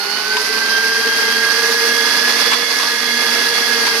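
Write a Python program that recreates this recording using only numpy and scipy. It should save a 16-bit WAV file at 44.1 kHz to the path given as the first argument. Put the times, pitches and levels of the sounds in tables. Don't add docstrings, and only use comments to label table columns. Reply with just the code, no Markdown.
import sys
import numpy as np
from scipy import signal
from scipy.fft import rfft, irfft
from scipy.io import wavfile

SR = 44100
rng = np.random.default_rng(int(sys.argv[2]) if len(sys.argv) > 2 else 0)


def log_audio(samples):
    frames = np.atleast_2d(samples).T
    limited = np.clip(frames, -1, 1)
    pcm = np.round(limited * 32767).astype(np.int16)
    wavfile.write(sys.argv[1], SR, pcm)


N = 176400
T = np.arange(N) / SR
BIN_HZ = np.fft.rfftfreq(N, 1 / SR)
PINION_TEETH, WHEEL_TEETH, SECOND_PINION_TEETH = 7, 54, 15
LEFT_LAG_RAD = 0.78


def gear_whine(speed_rps, shaft_turns, wheel_turns, gain_db=1, tight_rps=220, overtone_left_db=-38):
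    # time in seconds, relative level in dB, left minus right in dB.
    whine_levels = [(0, -29, -4), (.22, -29.5, -2), (.34, -18.5, 0), (.42, -27, 3), (.76, -16.5, -2.5),
                    (1.15, -21.5, 10), (1.52, -18.5, -6), (1.8, -21.5, 2.5), (2.05, -20.5, -5),
                    (2.3, -22.5, 2), (2.38, -27.5, 4), (2.48, -25, -8), (2.6, -33, -6), (2.78, -25, 1),
                    (3.4, -23.5, -3), (3.65, -29, 15), (3.72, -22, -16), (3.84, -31, 30), (4, -30.5, 9)]
    # time in seconds, right-channel level in dB.
    overtone_levels = [(0, -43), (.17, -22.5), (.3, -51), (.62, -38), (.74, -22), (.85, -30.5),
                       (1.25, -23.5), (1.6, -30), (1.85, -29.5), (2.03, -22.5), (2.3, -29), (2.42, -21),
                       (2.66, -24.5), (2.76, -29.5), (3.22, -25.5), (3.7, -22), (4, -36)]
    level_db, pan_db = curves(whine_levels)
    overtone_right_db, = curves(overtone_levels)
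    play = np.maximum(.17, .029 * (speed_rps - tight_rps))
    cycles = PINION_TEETH * shaft_turns
    mesh = mesh_tone(cycles, wheel_turns, flutter=play, rough=play, rough_hz=36, slope=.35)
    whine = np.array([mesh * np.exp(-1j * LEFT_LAG_RAD) * amp(pan_db / 2), mesh * amp(-pan_db / 2)]).real
    octave = mesh_tone(2 * cycles, wheel_turns, flutter=play, rough=play, rough_hz=16, slope=.3).real
    overtone = np.array([octave * amp(overtone_left_db), octave * amp(overtone_right_db)])
    return whine * amp(level_db + gain_db) + overtone


def gear_drone(wheel_turns, gain_db=-2, throb_depth=.35):
    # time in seconds, relative level in dB.
    drone_levels = [(0, -37), (.25, -38), (.45, -23.5), (.75, -34), (1.1, -26.5), (1.35, -30),
                    (1.73, -23.5), (2.1, -27.5), (2.9, -33), (4, -27)]
    cycles = SECOND_PINION_TEETH * wheel_turns
    mesh = mesh_tone(cycles, wheel_turns, flutter=0, rough=.8, rough_hz=24)
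    mesh *= unit(1 + throb_depth * np.cos(np.pi * wheel_turns + drift(rate_hz=4)))
    drone = np.array([mesh * np.exp(-1j * LEFT_LAG_RAD), mesh]).real
    return drone * amp(curves(drone_levels) + gain_db)


def partials(speed_rps, shaft_turns, wheel_turns, width_rps=17):
    # cycles per shaft turn, added cycles per wheel turn, left and right level
    # at resonance in dB, resonant shaft speed in turns per second.
    tones = [ (1, 0, -39, -38.5, 237), (0, 30, -37.5, -37.5, 205.7), (0, 30, -30, -35, 264.3),
             (7, -15, -34.5, -35.5, 236), (7, 15, -54, -26, 240), (14, 3, -58, -22, 272),
             (21, 0, -46, -24, 203), (8, 0, -37, -33, 242), ]
    out = np.zeros((2, N))
    for per_shaft, per_wheel, left_db, right_db, resonant_rps in tones:
        cycles = per_shaft * shaft_turns + per_wheel * wheel_turns
        tone = mesh_tone(cycles, wheel_turns, flutter=.33, rough=1, rough_hz=10.6).real
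        detuning = (speed_rps - resonant_rps) / width_rps
        out += amp([[left_db], [right_db]]) * tone / (1 + detuning ** 2)
    return out


def mesh_tone(cycles, wheel_turns, flutter, rough, rough_hz, slope=1.0):
    shake = 1 + flutter * wheel_error(wheel_turns, slope)
    shake += rough * unit(drift(rough_hz) + 1j * drift(rough_hz))
    return unit(shake) * np.exp(2j * np.pi * cycles) * np.sqrt(2)


def wheel_error(wheel_turns, slope, harmonics=8):
    orders = np.r_[-harmonics:0, 1:harmonics + 1][:, None]
    one_turn = np.linspace(0, 1, 256)
    waves = np.exp(2j * np.pi * (orders * one_turn + rng.random(orders.shape)))
    pattern = (abs(orders) ** -slope * waves).sum(0)
    return unit(np.interp(wheel_turns % 1, one_turn, pattern))


def pusher_knocks(crack_db=3, crack_s=.013, crack_band_hz=(900, 4200)):
    # start in seconds, level in dB, pitch ratio set by the spot struck.
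    knocks = [(.368, -12, .9), (2.515, -10.5, .95), (2.532, -9, 1.02), (2.707, -19, 1.02),
              (2.797, -16, .95), (2.83, -13, 1.04), (3.868, -11.5, .88)]
    # frequency in Hz at pitch ratio 1, relative level in dB, T60 in seconds.
    tube_modes = [(1099, -6, .15), (2550, -6, .04), (3150, -10, .04), (4300, -7, .035), (7600, -14, .054)]
    out, t = np.zeros((2, N)), T[:SR // 2]
    band = signal.butter(2, crack_band_hz, "band", fs=SR, output="sos")
    for start_s, level_db, pitch in knocks:
        ring = np.zeros((2, len(t)))
        for hz, mode_db, t60_s in tube_modes:
            envelope = amp(mode_db - 60 * t / t60_s) * (1 - np.exp(-hz * t))
            cycles = hz * pitch * t + .34 * rng.random((2, 1))
            chatter_rad = min(hz / 1700, 2) * drift(rate_hz=hz / 10)[:len(t)]
            ring += envelope * np.sin(2 * np.pi * cycles + chatter_rad)
        burst = amp(crack_db) * np.exp(-t / crack_s) * rng.standard_normal((2, len(t)))
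        add(out, start_s, amp(level_db) * (ring + signal.sosfilt(band, burst)))
    return out


def clatter_and_hiss(shaft_turns, wheel_turns, clatter_gain_db=-3.5, hiss_gain_db=-4,
                     crossover_hz=3760, commutator_bars=24):
    # time in seconds, relative clatter level in dB, relative hiss level in dB.
    clatter_hiss_levels = [(0, -3, -5), (.35, 0, -3), (.41, -1, -0.5), (.56, 0.5, -1.5), (1.8, 1.5, 2),
                           (2.5, 4.5, 3), (2.58, 1, 0), (2.8, 1, 1.5), (2.95, -1, -1), (3.27, 2, 2),
                           (4, 2.5, 1.5)]
    clatter_db, hiss_db = curves(clatter_hiss_levels)
    waver = drift(rate_hz=21.5)
    teeth = np.cos(2 * np.pi * SECOND_PINION_TEETH * wheel_turns)
    uneven = wheel_error(wheel_turns, slope=.5).real
    slap_db = 2.4 * teeth + .7 * waver + .6 * uneven + 1.4 * drift(rate_hz=200)
    rotor = np.cos(2 * np.pi * shaft_turns)
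    bars = np.cos(2 * np.pi * commutator_bars * shaft_turns)
    scrape_db = 1.1 * teeth + .7 * waver + .3 * rotor + .9 * bars + drift(rate_hz=500)
    treble_share = 1 / (1 + (crossover_hz / (BIN_HZ + 1)) ** 8)
    clatter = housing(unit(amp(slap_db)) * tooth_grit(wheel_turns), np.sqrt(1 - treble_share))
    hiss = housing(unit(amp(scrape_db)) * rng.standard_normal((2, N)), np.sqrt(treble_share))
    return clatter * amp(clatter_db + clatter_gain_db) + hiss * amp(hiss_db + hiss_gain_db)


def tooth_grit(wheel_turns, points=1400, repeat_share=.24):
    faces = signal.resample(rng.standard_normal((2, points)), 10 * points, axis=1)
    repeating = faces[:, (wheel_turns % 1 * 10 * points).astype(int)]
    return np.sqrt(repeat_share) * repeating + np.sqrt(1 - repeat_share) * rng.standard_normal((2, N))


def housing(drive, band_gain):
    # frequency in Hz, left and right relative noise density in dB.
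    colour = [(39.2, -99, -99), (190, -66, -64.5), (277, -57, -56.5), (301, -62, -60.5), (440, -56, -53.5),
              (516, -60, -60), (910, -56, -55.5), (1414, -53, -55.5), (1577, -79, -47.5),
              (2110, -45.5, -56), (2130, -62.5, -52.5), (2850, -54.5, -54), (3190, -59, -58.5),
              (4230, -60.5, -48), (4490, -92, -43), (4943, -76, -47.5), (5045, -57, -39),
              (5160, -59.5, -52), (5734, -67, -48), (7640, -65.5, -68.5), (9650, -72, -60),
              (11450, -66.5, -60), (14700, -73.5, -73)]
    # frequency in Hz, left-right correlation from 0 to 1.
    correlation = [(200, 0.68), (500, 0.55), (3500, 0)]
    left, independent = rfft(drive)
    alike, = spectra(correlation)
    right = alike * left + np.sqrt(1 - alike ** 2) * independent
    return irfft(np.array([left, right]) * amp(spectra(colour)) * band_gain, N) * np.sqrt(SR / 2)


def amp(db):
    return 10 ** (np.asarray(db) / 20)


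def unit(x):
    return x / np.sqrt(np.mean(abs(x) ** 2) + 1e-20)


def curves(table):
    times_s, *columns = np.transpose(table)
    return np.array([np.interp(T, times_s, column) for column in columns])


def spectra(table):
    hz, *columns = np.transpose(table)
    return np.array([np.interp(np.log(BIN_HZ + 1), np.log(hz), column) for column in columns])


def drift(rate_hz):
    white = rfft(rng.standard_normal(N)) * (BIN_HZ > 0)
    return unit(irfft(white / (1 + (BIN_HZ / rate_hz) ** 4), N))


def add(mix, start_s, sound):
    part = mix[..., round(start_s * SR):][..., :sound.shape[-1]]
    part += sound[..., :part.shape[-1]]


def scene():
    # time in seconds, motor shaft speed in turns per second.
    motor_speed = [(0, 205.6), (.45, 222.5), (.73, 226), (1.03, 230), (1.5, 232.6), (1.73, 238),
                   (1.92, 237.1), (2.26, 241.3), (2.58, 243.5), (2.8, 240.5), (3.15, 239), (3.62, 240.3),
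                   (3.74, 238.4), (3.88, 234.8), (4, 233)]
    speed_rps, = curves(motor_speed)
    shaft_turns = np.cumsum(speed_rps) / SR
    wheel_turns = shaft_turns * PINION_TEETH / WHEEL_TEETH
    return (gear_whine(speed_rps, shaft_turns, wheel_turns)
            + gear_drone(wheel_turns)
            + partials(speed_rps, shaft_turns, wheel_turns)
            + clatter_and_hiss(shaft_turns, wheel_turns)
            + pusher_knocks())


def record(dry, ceiling=.85, cutoff_hz=14450):
    rounded = dry / (1 + (dry / ceiling) ** 8) ** (1 / 8)
    lowpass = signal.firwin(511, cutoff_hz, window=("kaiser", 9), fs=SR)
    return signal.oaconvolve(rounded, lowpass[None], "same", axes=1)


dry = scene()
out = record(dry)
log_audio(out)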